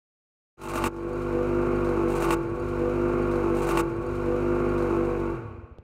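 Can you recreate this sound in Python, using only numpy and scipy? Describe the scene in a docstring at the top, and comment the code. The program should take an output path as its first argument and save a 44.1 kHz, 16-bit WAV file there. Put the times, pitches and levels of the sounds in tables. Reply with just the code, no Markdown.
"""In a reverberant workshop an unmuffled two-stroke snowmobile engine idles at about 49 firings a second.
It fades in under harsh hissing bursts, dips in level, idles, is switched off, and friction brakes it to a stop.
Pulses timed by the crank ring the pipe and panels and gate coloured noise; sinking tones make the run-down.
This one short run is heard three times in a loop, each start overlapping the previous stop."""
import sys
import numpy as np
from scipy import signal
from scipy.fft import rfft, irfft, next_fast_len
from scipy.io import wavfile
from scipy.ndimage import uniform_filter1d

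SR = 44100
rng = np.random.default_rng(int(sys.argv[2]) if len(sys.argv) > 2 else 0)


def dump_mix(stems):
    """Bounce the given channels to the path in sys.argv[1] as a 16-bit WAV at rate SR."""
    frames = np.atleast_2d(stems).T  # one column per channel
    limited = np.clip(frames, -1, 1)  # hard clip at full scale
    pcm = np.round(limited * 32767).astype(np.int16)
    wavfile.write(sys.argv[1], SR, pcm)


N = 257089
T = np.arange(N) / SR  # time of each sample (s)

# The wandering idle. Each row: time in seconds, speed in firings per second.
IDLE_SPEED = [(0.6, 48.11), (0.7, 48.94), (0.85, 48.05), (1.02, 48.85), (1.17, 50.33), (1.25, 49.86),
              (1.33, 48.71), (1.42, 49.85), (1.55, 49.85), (1.75, 50.2), (1.96, 48.4), (2.1, 49.06),
              (2.37, 48.23)]
# Hissing bursts. Each row: start in seconds, length in seconds, relative level in dB.
HISS_BURSTS = [(0.616, 0.017, -54), (0.637, 0.041, -48), (0.687, 0.033, -44), (0.737, 0.019, -43),
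               (0.757, 0.034, -38), (0.788, 0.061, -49.5), (0.841, 0.013, -36), (0.857, 0.022, -33.5)]
# A loose part chinks. Each row: start in seconds, level in dB.
CHINKS = [(1.032, -67), (1.131, -56), (1.757, -52.5), (1.873, -57)]
# The exhaust pipe's response. Each row: multiple of 49.3 Hz, gain in dB.
PIPE_HARMONICS = [(1, -7.5), (2, -10.5), (3, -7.5), (4, -15.5), (5, -7.5), (6, -15), (7, 4.5), (8, -7),
                  (9, -16.5), (10, -2.5), (11, -21), (12, -27), (13, -25), (14, -19)]
# Colour of the port's crack. Each row: frequency in Hz, relative level in dB per Hz.
BARK_COLOUR = [(400, -31), (600, -3), (660, -7.5), (720, -5), (880, -7.5), (980, -4.5), (1110, -6.5),
               (1480, -5.5), (1700, -19), (2000, -18.5), (2450, -14), (2800, -26), (3200, -34),
               (8000, -110)]
# Colour of the mechanical rattle. Each row: frequency in Hz, relative level in dB per Hz.
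CLATTER_COLOUR = [(1500, -37), (2800, 10), (3400, -1), (4000, 4.5), (4500, -1.5), (5000, 0.5), (6700, 2),
                  (7800, 0), (8900, -1), (10400, -6), (12300, -4), (15800, -14)]
# Colour of the hissing bursts. Each row: frequency in Hz, relative level in dB per Hz.
HISS_COLOUR = [(400, -28), (700, -5.5), (1200, 19.5), (1500, 3), (1800, -3.5), (2500, 9.5), (3200, -8),
               (3700, -13.5), (5500, -10.5), (7000, -2), (9200, -1), (10400, -10), (13000, -7),
               (15800, -18)]
# Colour of the uneven combustion. Each row: frequency in Hz, relative level in dB per Hz.
CHURN_COLOUR = [(30, -44), (70, -16.5), (120, -10.5), (190, -12), (245, -4.5), (295, -11), (350, -10.5),
                (440, -5.5), (500, -7), (580, -15), (900, -25.5), (3000, -100)]
# Ringing metal parts. Each row: frequency in Hz, width in Hz, gain in dB.
METAL_MODES = [(3690, 50, -2), (3970, 110, 0), (4380, 70, 0), (4540, 70, 2), (6750, 120, -2),
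               (8850, 120, -1)]
# Resonances of pipe walls and body panels. Each row: frequency in Hz, width in Hz, gain in dB.
PANEL_MODES = [(143, 14, 1), (245, 30, 4), (624, 18, -8), (878, 12, 1), (1080, 14, 0), (1122, 18, 0),
               (1172, 16, -2), (1325, 36, -8), (2722, 26, -4.5), (3660, 70, -18)]
# Loose side panels that boom when a low idle meets their pitch.
# Each row: frequency in Hz, width in Hz, gain in dB.
BOOM_MODES = [(143.1, 4.7, -5), (244, 7, -1.5), (870, 4.8, -5)]
# Standing waves of the room. Each row: frequency in Hz, width in Hz, gain in dB.
STANDING_WAVES = [(240, 5, 4), (249, 4, 3), (340, 3.5, -12), (386, 4, -1), (402, 4, -3), (478, 4, 2),
                  (491, 4, -3)]
# The workshop's reverberation. Each row: frequency in Hz, time to die by 60 dB in seconds.
WORKSHOP_T60 = [(60, 0.45), (240, 1.85), (500, 1.67), (1400, 1.62), (3500, 1.92), (8000, 0.8), (15000, 0.5)]

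LOOP_S = 22 / 15  # spacing of the repeats
START, CUT = 0.57, 2.438  # the engine begins to fade in; the firings have died away (s)
FADE_IN_S, SPARK_FADE_S = 0.36, 0.066  # rise of the running engine; weakening of the firings before CUT
DIP_AT, DIP_FALL_S, DIP_RECOVER_S = 0.872, 0.027, 0.27  # start of the dip (s), its fall, its recovery constant
EASE_AT = 1.99  # from here the level eases off towards the stop (s)
PULL_DB, PULL_SMOOTH_S = 0.1661, 0.049  # drone gain per (firing/s) gained each second; its smoothing
STOP, FRICTION_HZ_PER_S = 2.852, 117.6  # standstill (s); strokes per second lost each second on the way
PUMP_AT, PUMP_HZ, PUMP_SINK_S = 2.36, 144.7, 0.57  # pitch starts to fall (s), first pitch, time constant
PUMP_PEAK_AT, PUMP_SWELL_S, PUMP_DB = 2.455, 0.085, -35  # loudest moment (s), half width, peak level
PUFF_DB, PUFF_CYCLES = -32.5, 0.75  # peak level of a full puff; its half length in cycles
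PUFF_WEAK_HZ = 10  # crank speed around which puffs weaken
LAST_STROKE = 0.23  # share of a stroke that the crank still turns after the last puff
TOP_HZ = 15900  # band limit


def amp(db):
    """Decibels to gain."""
    return 10 ** (np.asarray(db) / 20)


def unit(x):
    """Scale to rms 1 while the engine runs."""
    running = x[(T > START) & (T < CUT)]
    return x / np.sqrt(np.mean(running ** 2) + 1e-20)


def along(points, hz):
    """Read (Hz, value) points on a log frequency axis."""
    f, value = np.transpose(points)
    return np.interp(np.log(hz + 1), np.log(f + 1), value)


def ramp(start, length_s):
    """A straight rise from 0 to 1."""
    return np.clip((T - start) / length_s, 0, 1)


def noise():
    """Fresh white noise."""
    return rng.standard_normal(N)


def filtered(x, response):
    """x times a complex response of frequency."""
    size = next_fast_len(N + SR // 2)
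    hz = np.fft.rfftfreq(size, 1 / SR)
    return irfft(rfft(x, size) * response(hz), size)[:N]


def coloured(x, points, size=16384):
    """x through the causal, minimum-phase filter that has this (Hz, dB) spectrum."""
    gain = amp(along(points, np.fft.rfftfreq(size, 1 / SR)))
    cepstrum = irfft(np.log(gain))
    # folding the cepstrum forward makes the filter causal
    cepstrum[1:size // 2] *= 2
    cepstrum[size // 2 + 1:] = 0
    impulse = irfft(np.exp(rfft(cepstrum)))[:size // 2]
    return signal.fftconvolve(x, impulse)[:N]


def resonances(modes):
    """The summed response of (Hz, width Hz, dB) resonances."""
    def response(f):
        return sum(amp(db) * 1j * f * w / (c * c - f * f + 1j * f * w) for c, w, db in modes)
    return response


def delayed(x, lag_s):
    """x arriving a little later."""
    return filtered(x, lambda hz: np.exp(-2j * np.pi * hz * lag_s))


def workshop(x):
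    """The room's answer: a decaying noise tail, each frequency dying at its own speed."""
    hz, t, grains = signal.stft(rng.standard_normal(SR), SR, nperseg=256)
    decay = amp(-60 * t / along(WORKSHOP_T60, hz)[:, None])
    tail = signal.istft(grains * decay, SR, nperseg=256)[1]
    return signal.fftconvolve(x, tail / np.linalg.norm(tail))[:N]


def in_room(x, wet_db):
    """A running sound plus the room's answer, at rms 1."""
    return unit(unit(x) + amp(wet_db) * unit(workshop(x)))


def idle_speed():
    """The wandering idle at every sample (firings per second)."""
    s, speed = np.transpose(IDLE_SPEED)
    return np.interp(T, s, speed)


def crank():
    """Firings counted over time, one at each whole number: the crank idles, then friction brakes it evenly."""
    speed = np.clip(FRICTION_HZ_PER_S * (STOP - T), 0, idle_speed())
    count = np.cumsum(speed) / SR
    return count - np.interp(1.6095, T, count)  # count zero falls at 1.6095 s


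def firings(turn, jitter_s, scatter_db):
    """One pulse per firing, a little off in time and size; the last ones weaken."""
    whole = np.arange(-60, 45)
    chance = rng.standard_normal((len(whole), 2))
    s = np.interp(whole, turn, T) + jitter_s * chance[:, 0]
    size = amp(scatter_db * chance[:, 1]) * np.clip((CUT - s) / SPARK_FADE_S, 0, 1)
    # windowed sinc pulses land between samples
    taps = np.floor(s * SR).astype(int)[:, None] + np.arange(-7, 9)
    off = taps - s[:, None] * SR
    pulse = size[:, None] * np.sinc(off) * np.sinc(off / 8)
    return np.bincount(taps.ravel(), pulse.ravel(), N)


def gated(pulses, decay_s, steady):
    """Noise that flares with each pulse, over a steady share that fades as the engine coasts."""
    flare = np.abs(signal.lfilter([1], [1, -np.exp(-1 / (decay_s * SR))], pulses))
    coasting = amp(-55 * np.maximum(T - CUT + SPARK_FADE_S, 0))
    return unit(noise() * (unit(flare) + steady * coasting))


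def level(idle_db, harsh_db, dip_db, ease_db_per_s):
    """A layer's gain: fade-in, an offset under the bursts, a dip, recovery to idle, then easing off."""
    dropped = ramp(DIP_AT, DIP_FALL_S)
    dip = np.exp(-np.maximum(T - DIP_AT - DIP_FALL_S, 0) / DIP_RECOVER_S)
    db = idle_db + harsh_db * (1 - dropped)
    db = db - dip_db * dropped * dip
    db = db - ease_db_per_s * np.maximum(T - EASE_AT, 0)
    return ramp(START, FADE_IN_S) * amp(db)


def pull():
    """Strong firings speed the crank up and sound louder; weak ones let it sag: gain follows acceleration."""
    gaining = np.gradient(idle_speed()) * SR
    return amp(PULL_DB * uniform_filter1d(gaining, int(PULL_SMOOTH_S * SR)))


def exhaust(turn):
    """Pressure pulses ring the open pipe: a thud below, a drone near 350 Hz above."""
    pulses = unit(firings(turn, jitter_s=.00008, scatter_db=.9))
    harmonics = [(49.3 * k, db) for k, db in PIPE_HARMONICS]
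    pipe = [(25, -40)] + harmonics + [(900, -60), (3000, -120)]
    blast = coloured(pulses, pipe)

    def low(hz):
        return 1 / (1 + (hz / 200) ** 12)

    # the pipe passes its deeper tones later than the crack of the port
    thud = delayed(filtered(blast, low), lag_s=0.0047)
    drone = delayed(filtered(blast, lambda hz: 1 - low(hz)), lag_s=0.0015)
    # standing waves swell and beat as the idle speed wanders past them
    drone = drone + filtered(drone, resonances(STANDING_WAVES))
    # uneven combustion churns between the harmonics
    churn = coloured(gated(pulses, decay_s=0.025, steady=1.0), CHURN_COLOUR)
    drone = in_room(drone, wet_db=-11) + amp(-11.5) * in_room(churn, wet_db=7.5)

    thud_gain = level(idle_db=-32.5, harsh_db=1.0, dip_db=12.5, ease_db_per_s=4.5)
    drone_gain = level(idle_db=-24.0, harsh_db=-3.5, dip_db=17.5, ease_db_per_s=12) * pull()
    return thud_gain * in_room(thud, wet_db=-14) + drone_gain * drone


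def bark(turn):
    """The port opens with a sharp crack and a puff of turbulent gas; both shake the panels."""
    pulses = firings(turn, jitter_s=.00003, scatter_db=1.4)
    gas = unit(pulses) + amp(-6.5) * gated(pulses, decay_s=.006, steady=.4)
    crack = coloured(gas, BARK_COLOUR)
    crack = crack + amp(6) * filtered(crack, resonances(PANEL_MODES))
    gain = level(idle_db=-35.0, harsh_db=6.0, dip_db=16, ease_db_per_s=11.5)
    return gain * in_room(crack, wet_db=6.5)


def boom(turn):
    """The firings shake the side panels, most under the bursts and when the idle is slow."""
    pulses = firings(turn, jitter_s=.00003, scatter_db=1)
    shake = filtered(pulses, resonances(BOOM_MODES))
    return level(idle_db=-48.5, harsh_db=13.0, dip_db=10, ease_db_per_s=8) * unit(shake)


def clatter(turn):
    """Pistons and clutch rattle unevenly in step with the crank and ring the metal parts."""
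    knocks = firings(turn - .15, jitter_s=0.005, scatter_db=5.5)  # 0.15 of a firing later
    rattle = coloured(gated(knocks, decay_s=0.017, steady=1.0), CLATTER_COLOUR)
    rattle = rattle + filtered(rattle, resonances(METAL_MODES))
    gain = level(idle_db=-57.5, harsh_db=12.0, dip_db=13.5, ease_db_per_s=11.5)
    return gain * in_room(rattle, wet_db=-5.5)


def hiss(turn):
    """Harsh bursts of noise that start with a spit, throb with the engine and ring the panels."""
    gate = np.zeros(N)
    for s, length, db in HISS_BURSTS:
        age = np.maximum(T - s + 0.0025, 0)  # the attack leads by 2.5 ms
        spit = 1 + .3 * np.exp(-age / .005)
        attack = np.clip(age / 0.0012, 0, 1)
        release = np.exp(-np.maximum(age - length, 0) / 0.003)
        gate += amp(db) * spit * attack * release
    pulses = firings(turn, jitter_s=.0003, scatter_db=1.5)
    rush = unit(coloured(gated(pulses, decay_s=.012, steady=3.6), HISS_COLOUR))
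    ring = unit(filtered(gated(pulses, decay_s=0.0011, steady=1), resonances(PANEL_MODES)))
    return gate * (amp(0.8) * rush + amp(2.5) * ring)


def chatter():
    """Now and then a loose part chinks against the frame: decaying noise through metal resonances."""
    shakes = np.zeros(N)
    for s, db in CHINKS:
        shakes += amp(db) * (T > s) * np.exp(-np.maximum(T - s, 0) / 0.0088)
    return shakes * unit(filtered(noise(), resonances(METAL_MODES[2:])))


def pump_pitch(s):
    """The pumping note sinks as the crank slows (Hz)."""
    return PUMP_HZ * np.exp(-np.maximum(s - PUMP_AT, 0) / PUMP_SINK_S)


def puffs(count):
    """The last unfired strokes come ever further apart, lower and weaker."""
    # under even braking, the time left grows with the root of the strokes left
    strokes_left = np.arange(count) + LAST_STROKE
    left_s = np.sqrt(2 * strokes_left / FRICTION_HZ_PER_S)[:, None]
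    size = 1 - np.exp(-FRICTION_HZ_PER_S * left_s / PUFF_WEAK_HZ)
    cycles = (T - STOP + left_s) * pump_pitch(STOP - left_s)
    puff = size * np.cos(2 * np.pi * cycles) * np.exp(-(cycles / PUFF_CYCLES) ** 2)
    return amp(PUFF_DB) * np.sum(puff, axis=0)


def dying_tone(start, hz, db, t60_s):
    """A sine that starts at once and dies by 60 dB in t60_s."""
    age = np.maximum(T - start, 0)
    return amp(db) * np.sin(2 * np.pi * hz * age) * amp(-60 * age / t60_s)


def run_down():
    """Without spark the pumping note glides down, breaks into single puffs and ends in one small knock."""
    swell = np.exp(-((T - PUMP_PEAK_AT) / PUMP_SWELL_S) ** 2)
    phase = 2 * np.pi * np.cumsum(pump_pitch(T)) / SR
    note = amp(PUMP_DB) * swell * np.sin(phase)
    click = dying_tone(STOP, hz=420, db=-30, t60_s=0.0082)
    tick = dying_tone(STOP, hz=3000, db=-45, t60_s=.002)
    knock = dying_tone(STOP + 0.0035, hz=88, db=-34.5, t60_s=0.081)
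    return note + puffs(count=7) + knock + click + tick


def scene():
    """One run from fade-in to standstill, looped three times."""
    turn = crank()
    running = exhaust(turn) + bark(turn) + boom(turn) + clatter(turn) + hiss(turn) + chatter()
    stopping = run_down()
    run = running + stopping + amp(-14) * workshop(stopping)
    starts = [round(k * LOOP_S * SR) for k in range(3)]
    return sum(np.pad(run, (start, 0))[:N] for start in starts)[None]


def record(dry):
    """Nothing is kept above the band limit."""
    return filtered(dry[0], lambda hz: hz < TOP_HZ)[None]


dry = scene()
out = record(dry)
dump_mix(out)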